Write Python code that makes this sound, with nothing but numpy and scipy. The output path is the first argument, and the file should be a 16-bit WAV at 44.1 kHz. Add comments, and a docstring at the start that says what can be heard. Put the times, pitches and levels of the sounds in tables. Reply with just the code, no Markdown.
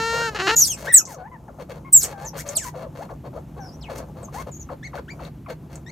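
"""A mother otter whines and squeals among her pups in a plastic nest box, heard close up indoors.
Her vocal folds ring her nose in a whine that breaks into a creak; shrill falling squeals follow,
their harmonics picked out by the throat. The pups mew faintly, with thin squeaks and creaky grunts.
Bodies scuff on fur and blankets, mouths and claws tick, and the plastic walls add a short tail.
Under it all, the low hum of machines fills the room."""
import sys
import numpy as np
from scipy import signal
from scipy.fft import rfft, irfft, next_fast_len
from scipy.io import wavfile

SR = 44100
rng = np.random.default_rng(int(sys.argv[2]) if len(sys.argv) > 2 else 0)


def materialize(psi):
    """Save the field psi as 16-bit PCM at rate SR to the path in sys.argv[1].

    A 1-D psi becomes a single channel; in a 2-D psi each row is a channel.
    """
    bounded = np.clip(np.atleast_2d(psi).T, -1, 1)
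    quanta = np.round(bounded * 32767).astype(np.int16)
    wavfile.write(sys.argv[1], SR, quanta)


N = 260631
T = np.arange(N) / SR
TOP_HZ = 15600
SIDE = np.array([[1], [-1]])  # adds on the left, subtracts on the right

# resonances of the throat: freq_hz, gain_db
THROAT = [(1000, -11), (2000, -15.5), (3200, -19.5), (4000, -25), (4800, -13), (6200, -2), (7800, 3.5),
          (9000, -10), (10300, -20.5), (12000, -9.5), (13800, -18.5), (15500, -33.5)]
# three rustle spectra (dull body, rasp, hiss), each: freq_hz, gain_db
RUSTLE_BANDS = [
    [(150, -36), (350, 1.5), (600, 5.5), (900, 2), (1400, -9), (2200, -32), (4000, -60)],
    [(800, -28), (1400, 4.5), (1950, 3.5), (2400, 0.5), (2700, -2), (3100, -4.5), (3600, -5), (3950, -8),
     (4400, -0.5), (5100, -20), (6000, -22.5), (9000, -47)],
    [(3000, -39.5), (5000, -8.5), (6300, 0), (7600, -5.5), (10000, -9.5), (12500, -9), (14000, -8.5),
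     (15500, -15)],
]
# grunts, a note that drops into a creak: start_s, creak_length_s, start_hz, level_db, rasp_offset_db
GRUNTS = [(1.584, .05, 724, -39.5, -8.5), (1.687, .04, 698, -44.5, -2.5), (2.33, 0.056, 1053, -40.5, -8),
          (2.737, .115, 860, -39.5, -14.5), (3.089, 0.037, 1461, -42, -18), (3.329, 0.065, 721, -44, -15.5),
          (3.881, .07, 1150, -40.5, -8), (4.688, 0.0575, 1598, -39.5, -16), (4.93, .068, 1503, -38.5, -9.5),
          (5.191, .095, 1738, -44, -6.5), (5.48, .052, 772, -38.5, -4.5)]


def whine(clear_rough=0.062, creak_rough=0.68, bite_hz=2850, bite_db=10, air_db=-29):
    """Pulses of the vocal folds ring the nose; they stumble where the voice creaks."""
    # a steady whine, then a rising cry, each: time_s, pitch_hz, level_db
    phrases = [
        [(0, 451.7, -24), (.21, 465.8, -24), (.265, 458.5, -25), (.295, 435, -27.5), (.304, 440, -42),
         (.347, 398.7, -43)],
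        [(.347, 422, -27.5), (.365, 433.4, -30), (.383, 343, -38), (.4, 368, -25.5), (.447, 389, -25.5),
         (.475, 384.5, -22), (.49, 438, -20.5), (.548, 461, -23), (.557, 480, -55)],
    ]
    # breaks in the voice: start_s, length_s
    creaks = [(0.357, .038), (.395, .028), (0.468, 0.048)]
    # nasal resonances: freq_hz, gain_db
    nose = [(150, -30), (300, 14.5), (450, 4), (920, 5), (1380, 6.5), (1840, 4.5), (2300, -8.5), (2760, -2),
            (3500, -13), (4150, -3.5), (5000, -10), (7000, -10.5), (8500, -23.5), (15000, -32.5)]
    times, pitches, _ = np.transpose(phrases[0] + phrases[1])
    hz = np.interp(T, times, pitches)
    loudness, rough = np.zeros(N), np.full(N, clear_rough)
    for phrase in phrases:
        start, _, db = contour(phrase)
        add(loudness, start, undb(db))
    for start, length in creaks:
        add(rough, start, creak_rough * swell(int(length * SR), edge=0.059))
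    sounding = T < times[-1]
    voice = colour(glottis(hz, rough, jitter=.15, shimmer_db=5) * sounding, nose)
    voice /= np.std(voice[sounding])
    # the tight throat of the creak adds a biting resonance
    bite = signal.lfilter(*signal.iirpeak(bite_hz, Q=2.0, fs=SR), voice * rough)
    air = noise(nose) * sounding
    return (voice + undb(bite_db) * bite + undb(air_db) * air) * loudness


def glottis(hz, rough, jitter, shimmer_db):
    """The vocal folds give one sharp pulse a cycle; roughness makes spacing and strength uneven."""
    pulses, t, taps = np.zeros(N), .001, np.arange(-8, 9)
    window = np.hanning(len(taps))
    for late, strong in rng.uniform(-1, 1, size=(4000, 2)):
        i = int(t * SR)
        if i + len(taps) > N:
            break
        pulse = np.sinc(taps - t * SR % 1) * window
        pulses[i + taps] += pulse * undb(shimmer_db * rough[i] * strong)
        t += np.exp(jitter * rough[i] * late) / hz[i]
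    return pulses


def squeals(flutter_hz=520, rolloff=0.88, jitter=.03, air_db=-9):
    """A shrill voice slides down; the throat picks out whichever harmonic passes through it."""
    # four squeals, each: time_s, pitch_hz, level_db, roughness (0-1)
    calls = [
        [(.559, 7100, -34, 0.51), (.565, 6900, -14, 0.5), (.6, 6710, -13.5, .45), (.613, 6424, -17.5, 0.7),
         (.621, 6060, -8, .05), (.64, 5463, -20.5, 0.4), (.672, 3720, -25.5, .3), (.695, 3243, -30.5, .2),
         (.707, 3235, -22, 0.23), (.745, 2502, -33, .3), (.757, 2160, -54.5, .3)],
        [(.924, 9600, -32, 0.1), (.937, 8710, -15, 0.4), (.946, 7930, 0, 0.07), (.96, 7650, -10, 0),
         (.981, 6606, -8.5, .05), (.988, 5660, -17, .05), (1.001, 5500, -38.5, 0), (1.018, 5137, -49, 0.35)],
        [(1.922, 9350, -45.5, 0.6), (1.93, 8425, -11.5, .4), (1.939, 7790, -5, .05), (1.972, 7240, -8.5, 0.07),
         (1.988, 6834, -23.5, 0.2), (2.005, 6220, -28.5, .4), (2.022, 4430, -36, 0.7),
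         (2.035, 3990, -15.5, .77), (2.046, 3113, -35.5, 0.5), (2.075, 1701, -42, .9)],
        [(2.552, 5240, -42, .3), (2.572, 3860, -13, 0.2), (2.579, 3217, -27.5, 0.4), (2.605, 1950, -37, 0.28),
         (2.65, 1414, -37.5, .16)],
    ]
    out, orders = np.zeros(N), np.arange(1, 9)[:, None]
    for call in calls:
        start, hz, db, rough = contour(call)
        phase = phase_of(hz * (1 + jitter * rough * wander(300, len(hz))))
        weights = gain_at(orders * hz, THROAT) / orders ** rolloff * (orders * hz < TOP_HZ)
        weights /= np.sqrt(np.sum(weights ** 2, axis=0) / 2)
        voice = sum(w * hoarse_tone(k * phase, rough, flutter_hz) for k, w in zip(orders, weights))
        # a strained voice leaks turbulent air through the same throat
        air = undb(air_db) * rough * noise(THROAT, len(hz))
        add(out, start, (voice + air) * undb(db) + whistle(hz, db, flutter_hz))
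    return out


def whistle(squeal_hz, squeal_db, flutter_hz, step_hz=6150, onset_hz=4300, fade_hz=600):
    """A thin, hoarse whistle rides a fixed step above a squeal while its pitch is high."""
    tone = hoarse_tone(phase_of(squeal_hz + step_hz), .6, flutter_hz)
    fade = np.clip((squeal_hz - onset_hz) / fade_hz, 0, 1)
    db = np.minimum(-24 + 0.22 * squeal_db, squeal_db)  # follows the squeal loosely, never louder
    return np.sqrt(2) * undb(db) * fade * tone


def mews():
    """Each mew of a pup is one arch or slide of pitch, buzzy when soft and purer when loud."""
    # mews: start_s, length_s, start_hz, middle_hz, end_hz, level_db
    calls = [(0.189, .098, 1327, 1565, 1440, -34.5), (.868, .058, 1426, 1955, 1700, -28),
             (0.921, 0.02805, 1740, 1844, 2200, -30), (0.952, .075, 2123, 1607, 1190, -41.5),
             (1.068, 0.11, 1111, 818, 472, -44.5), (1.178, 0.11, 805, 746, 1086, -42),
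             (1.312, 0.058, 997, 987, 830, -45), (1.479, 0.029, 1007, 667, 518, -43),
             (1.845, 0.05, 1053, 1077, 1050, -45.5), (2.112, .18, 888, 784, 1025, -42.5),
             (2.38, .035, 1322, 1782, 2286, -41.5), (2.442, .15, 589, 576.3, 674, -38.5),
             (2.647, .05, 1108, 966, 993, -36), (2.805, 0.072, 565.7, 660, 475, -37),
             (2.982, 0.054, 463.4, 687, 1005, -36.5), (3.361, 0.023, 588, 612, 752, -33.5),
             (3.586, 0.088, 853, 759, 780, -40.5), (4.338, 0.081, 632, 983, 1073, -36),
             (4.826, 0.056, 1583, 2184, 1820, -40), (5.079, 0.048, 1277, 2173, 2210, -42),
             (5.461, .013, 1327, 1086, 1044, -41.5), (5.861, 0.046, 1767, 1930, 2260, -47)]
    out = np.zeros(N)
    for start, length, first, middle, last, db in calls:
        arch = np.polyfit([0, .5, 1], np.log([first, middle, last]), 2)
        hz = np.exp(np.polyval(arch, np.linspace(0, 1, int(length * SR))))
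        overtone_db = -51.5 + .3 * (db + 40)  # the second harmonic gains only 0.3 dB per dB
        add(out, start, pup_voice(hz, db, second_db=overtone_db - db, rough=0.22))
    return out


def squeaks(ease=1.7):
    """Thin, hoarse calls whose pitch slides fast and levels off."""
    # squeaks: start_s, length_s, start_hz, end_hz, level_db
    calls = [(2.247, 0.053, 7300, 5820, -36), (3.597, .115, 6370, 5030, -53), (3.712, .05, 5130, 5960, -57),
             (3.807, .08, 6070, 2130, -48), (4.228, 0.034, 8430, 6300, -45.5),
             (4.512, 0.071, 7330, 6430, -45.5), (4.594, .042, 6900, 6140, -43.5)]
    out = np.zeros(N)
    for start, length, first, last, db in calls:
        slide = np.linspace(1, 0, int(length * SR)) ** ease
        hz = last * (first / last) ** slide
        add(out, start, pup_voice(hz, db, second_db=-18.5, rough=0.59))
    return out


def grunt_notes(length_s=.045, drop_s=.022, floor_hz=440):
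    """Each grunt opens with a short voiced note that sinks."""
    out = np.zeros(N)
    sinking = np.exp(-T[:int(length_s * SR)] / drop_s)
    for start, _, first, db, _ in GRUNTS:
        hz = floor_hz * (first / floor_hz) ** sinking
        add(out, start, pup_voice(hz, db + 0.5, second_db=-12, rough=.3, edge=0.092))
    return out


def pup_voice(hz, db, second_db, rough, edge=0.11, jitter=0.05, rolloff=5.5, flutter_hz=260):
    """One pup call with weak overtones shaped by the throat; second_db is relative to the fundamental."""
    hz = hz * np.exp(jitter * rough * wander(120, len(hz)))
    phase = phase_of(hz)
    overtone_gain = undb(second_db) / np.mean(gain_at(2 * hz, THROAT))
    voice = 0
    for k in range(1, 7):
        weight = 1 if k == 1 else overtone_gain * gain_at(k * hz, THROAT) * (2 / k) ** rolloff
        harmonic = hoarse_tone(k * phase, rough * np.sqrt(k), flutter_hz)  # higher ones break up sooner
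        voice += weight * (k * hz < TOP_HZ) * harmonic
    return np.sqrt(2) * undb(db) * swell(len(hz), edge) * voice


def hoarse_tone(phase, rough, flutter_hz):
    """Chaotic flutter of level and phase smears a clean tone into a band."""
    flutter = wander(flutter_hz, len(phase)) + 1j * wander(flutter_hz, len(phase))
    rough = np.clip(rough, 0, 1)
    modulation = np.sqrt(1 - rough ** 2) + rough * unit(flutter)
    return np.imag(modulation * np.exp(1j * phase))


def grumbles_and_scuffs(creak_lag_s=0.0047):
    """Grunts creak and bodies rub on fur and blanket: a heavy push is dull, a light brush hisses. The two hissy
    bursts at 0.666 s and 2.003 s are instead the mother's hoarse breath at the end of a squeal."""
    # scuffs: start_s, length_s, level_db, tilt_db (upwards trades body for hiss); the rows at 0.666 s and 2.003
    # s are breathy hiss at the end of a squeal
    scuffs = [(0.125, 0.1, -43.5, -10), (0.666, 0.026, -46.5, 18.5), (0.762, 0.075, -44.5, -1),
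              (0.826, 0.074, -40, -5), (1.067, 0.092, -51.5, 3), (1.167, 0.066, -60.5, -14),
              (1.728, 0.066, -55.5, -9.5), (2.003, .06, -47, 19.5), (2.031, 0.11, -46, -6),
              (2.173, 0.1, -49.5, -7), (2.37, 0.059, -44, 7.5), (2.453, 0.1, -44.5, -1),
              (2.619, 0.085, -45.5, 4.5), (2.948, 0.12, -50.5, -7), (3.239, .05, -52.5, -13),
              (3.564, .035, -57, -16.5), (3.947, 0.064, -43.5, -2), (3.995, 0.053, -55, -15),
              (4.156, 0.091, -56, -11), (4.324, .11, -44.5, -3), (4.465, .036, -47, -9),
              (5.695, 0.093, -54.5, -5.5)]
    creaks = [(start + creak_lag_s, length, db, db + rasp_db, db + rasp_db - 8)
              for start, length, _, db, rasp_db in GRUNTS]
    rubs = [(start, length, db - tilt_db, db - 3, db + tilt_db) for start, length, db, tilt_db in scuffs]
    return rustle(creaks + rubs)


def rustle(bursts, creak_hz=430, fur_db=-6, crackle_db=1.5, flicker_db=1.4, echo_s=.00185, echo_db=-10):
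    """Creaky pulses and rubbing fur, in bursts of: start_s, length_s, body_db, rasp_db, hiss_db."""
    out = np.zeros(N)
    creak = unit(glottis(np.full(N, creak_hz), rough=np.ones(N), jitter=.5, shimmer_db=6))
    fur = undb(fur_db) * rng.standard_normal(N)
    drive = (creak + fur) * undb(crackle_db * wander(500))
    drive += undb(echo_db) * np.roll(drive, int(echo_s * SR))  # hollow ring off the nearest wall
    edges_s = (.008, .018, .034)  # the body starts at once, rasp and hiss swell inside it
    for band, (spectrum, edge_s) in enumerate(zip(RUSTLE_BANDS, edges_s)):
        envelope = np.zeros(N)
        for start, length, *levels_db in bursts:
            shape = swell(int((length + edge_s / 2) * SR), edge_s / length)
            add(envelope, start - edge_s / 4, undb(levels_db[band]) * shape)
        flicker = undb(flicker_db * wander(45))
        out += envelope * unit(colour(drive * flicker, spectrum))
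    return out


def ticks(width=0.12):
    """Wet ticks of mouths and claws: short bursts of crackle, each in one broad resonance."""
    # ticks: start_s, peak_db, ring_hz, t60_s
    hits = [(0.946, -19, 3920, .0053), (1.053, -25.5, 6300, 0.089), (1.075, -29.5, 7100, 0.018),
            (1.145, -35, 6240, 0.036), (2.4888, -17.5, 6770, 0.026), (4.284, -34, 1090, .03),
            (4.976, -31.5, 1490, .019), (5.2496, -35, 3840, .03), (5.756, -33, 7300, .025)]
    out, t = np.zeros(N), T[:SR // 20]
    for start, db, hz, t60 in hits:
        burst = rng.standard_normal(len(t)) * np.exp(-np.log(1000) * t / t60)
        resonance = signal.butter(2, [hz / (1 + width), hz * (1 + width)], "band", fs=SR, output="sos")
        ring = signal.sosfilt(resonance, burst)
        add(out, start, undb(db) * ring / np.abs(ring).max())
    return out


def stirring(body_db=-53, hiss_db=-71, surge_db=5.0, grain_db=4):
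    """The litter never lies quite still: a faint, restless rustle."""
    motion = undb(surge_db * wander(3.9) + grain_db * wander(400))
    body, _, hiss = (unit(colour(rng.standard_normal(N) * motion, band)) for band in RUSTLE_BANDS)
    return undb(body_db) * body + undb(hiss_db) * hiss


def nest_box(x, t60_s=0.1, wet_db=-5, side_db=0.5):
    """The close plastic walls add a short, dense tail, partly different in each channel."""
    t = T[:SR // 4]
    decay = np.exp(-np.log(1000) * t / t60_s) * (t > .002)
    mid, side = rng.standard_normal((2, len(t))) * decay
    tails = mid + undb(side_db) * side * SIDE
    tails /= np.sqrt(np.sum(tails ** 2, axis=1, keepdims=True))
    return undb(wet_db) * signal.fftconvolve(x[None], tails, axes=1)[:, :N]


def room(side_db=-21, waver_db=3.0, drift_rad=0.77):
    """Machines hum and waver over a dull wash of air, nearly alike in both channels."""
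    # machine hum: pitch_hz, level_db (relative to the air)
    hum_tones = [(60, -11), (130, -10), (152, -5)]
    # colour of the air: freq_hz, gain_db
    air_spectrum = [(25, -26.5), (40, -10.5), (59, 3), (110, -1), (154, 0), (271, -5), (373, -9),
                    (462, -23.5), (833, -28.5), (2850, -38), (5000, -44.5), (7000, -44.5), (9000, -48),
                    (13000, -42), (15000, -52.5)]
    # level ride of hum and air together: time_s, level_db
    ride = [(0, -40.5), (.8, -42), (1.2, -47), (1.7, -43), (2.7, -42), (3.2, -41), (4.5, -40), (5.9, -42)]
    hum = np.zeros(N)
    for hz, db in hum_tones:
        level = np.sqrt(2) * undb(db + waver_db * wander(12))
        hum += level * np.sin(2 * np.pi * hz * T + drift_rad * wander(3.2))
    mid, side = noise(air_spectrum), noise(air_spectrum)
    air = mid + undb(side_db) * side * SIDE
    return (hum + air) * undb(np.interp(T, *np.transpose(ride)))


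def mic_ports(x):
    """Two microphone ports hear the nest with slightly different colour and phase."""
    # balance of the ports: freq_hz, left_minus_right_db
    balance = [(60, 0), (110, 1.5), (200, 2.3), (380, 1.4), (690, 3.4), (1280, 0.72), (2350, 1.8),
               (4340, 1.5), (8000, -1), (14700, -1.16)]
    # phase between the ports: freq_hz, left_lead_rad
    phase = [(0, 0), (340, -0.37), (600, 0.14), (1550, -0.62), (1890, -0.099), (2150, -0.43), (2670, 0.065),
             (4570, -0.0), (4820, -0.2), (5340, 0.31), (5680, 0.23), (7580, -0.25), (9300, -0.09),
             (14900, -0.048)]
    hz = np.arange(N // 2 + 1) * SR / N
    spectrum = pan(rfft(x), curve_at(hz, balance))
    return irfft(spectrum * np.exp(1j * SIDE / 2 * curve_at(hz, phase)), N)


def pan(x, left_db):
    """Place a source by its left minus right level."""
    return x * undb(SIDE * left_db / 2)


def undb(db):
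    """Decibels to gain."""
    return 10 ** (np.asarray(db) / 20)


def unit(x):
    """Scale to rms 1."""
    return x / (np.sqrt(np.mean(np.abs(x) ** 2)) + 1e-12)


def phase_of(hz):
    """Running phase of a pitch path, in radians."""
    return 2 * np.pi * np.cumsum(hz) / SR


def curve_at(hz, points):
    """Read a (freq_hz, value) curve along a log frequency axis."""
    freqs, values = np.transpose(points)
    return np.interp(np.log(np.maximum(hz, 1)), np.log(freqs), values)


def gain_at(hz, spectrum):
    """Linear gain of a (freq_hz, gain_db) spectrum."""
    return undb(curve_at(hz, spectrum))


def colour(x, spectrum, size=8192):
    """Causal filter with the given spectrum, built from its cepstrum."""
    hz = np.arange(size // 2 + 1) * SR / size
    cepstrum = irfft(np.log(gain_at(hz, spectrum)))
    cepstrum[1:size // 2] *= 2
    cepstrum[size // 2 + 1:] = 0
    impulse = irfft(np.exp(rfft(cepstrum)))
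    return signal.fftconvolve(x, impulse)[:len(x)]


def noise(spectrum, count=N):
    """Coloured noise of rms 1."""
    return unit(colour(rng.standard_normal(count), spectrum))


def wander(rate_hz, count=N):
    """Smooth random motion of rms 1 with the given speed."""
    step = max(int(SR / rate_hz / 20), 1)
    size = next_fast_len(count // step + 2, real=True)
    hz = np.arange(size // 2 + 1) * SR / step / size
    coarse = irfft(rfft(rng.standard_normal(size)) / (1 + (hz / rate_hz) ** 2), size)
    return unit(np.interp(np.arange(count) / step, np.arange(size), coarse))


def contour(rows):
    """Start time, then each control of a call for every sample."""
    times, *controls = np.transpose(rows)
    t = np.arange(times[0], times[-1], 1 / SR)
    return times[0], *(np.interp(t, times, control) for control in controls)


def swell(count, edge):
    """Envelope that fades in and out, each over the share `edge` of its length."""
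    return signal.windows.tukey(count, min(2 * edge, 1))


def add(track, start_s, sound):
    """Mix a sound in at a time."""
    i = max(int(start_s * SR), 0)
    track[i:i + len(sound)] += sound[:N - i]


def scene(whine_send_db=-7):
    """The loud calls come from straight ahead, the small sounds from a little to the left."""
    nasal, shrill = whine(), squeals()
    nest = mews() + squeaks() + grunt_notes() + grumbles_and_scuffs() + stirring() + ticks()
    direct = mic_ports(nasal + shrill + pan(nest, left_db=2.5))
    walls = nest_box(undb(whine_send_db) * nasal + shrill + nest)
    return direct + walls + room()


def record(dry):
    """The phone clips at full scale and cuts the top."""
    lowpass = signal.ellip(8, .2, 70, TOP_HZ, fs=SR, output="sos")
    return signal.sosfilt(lowpass, np.clip(dry, -1, 1))


dry = scene()
out = record(dry)
materialize(out)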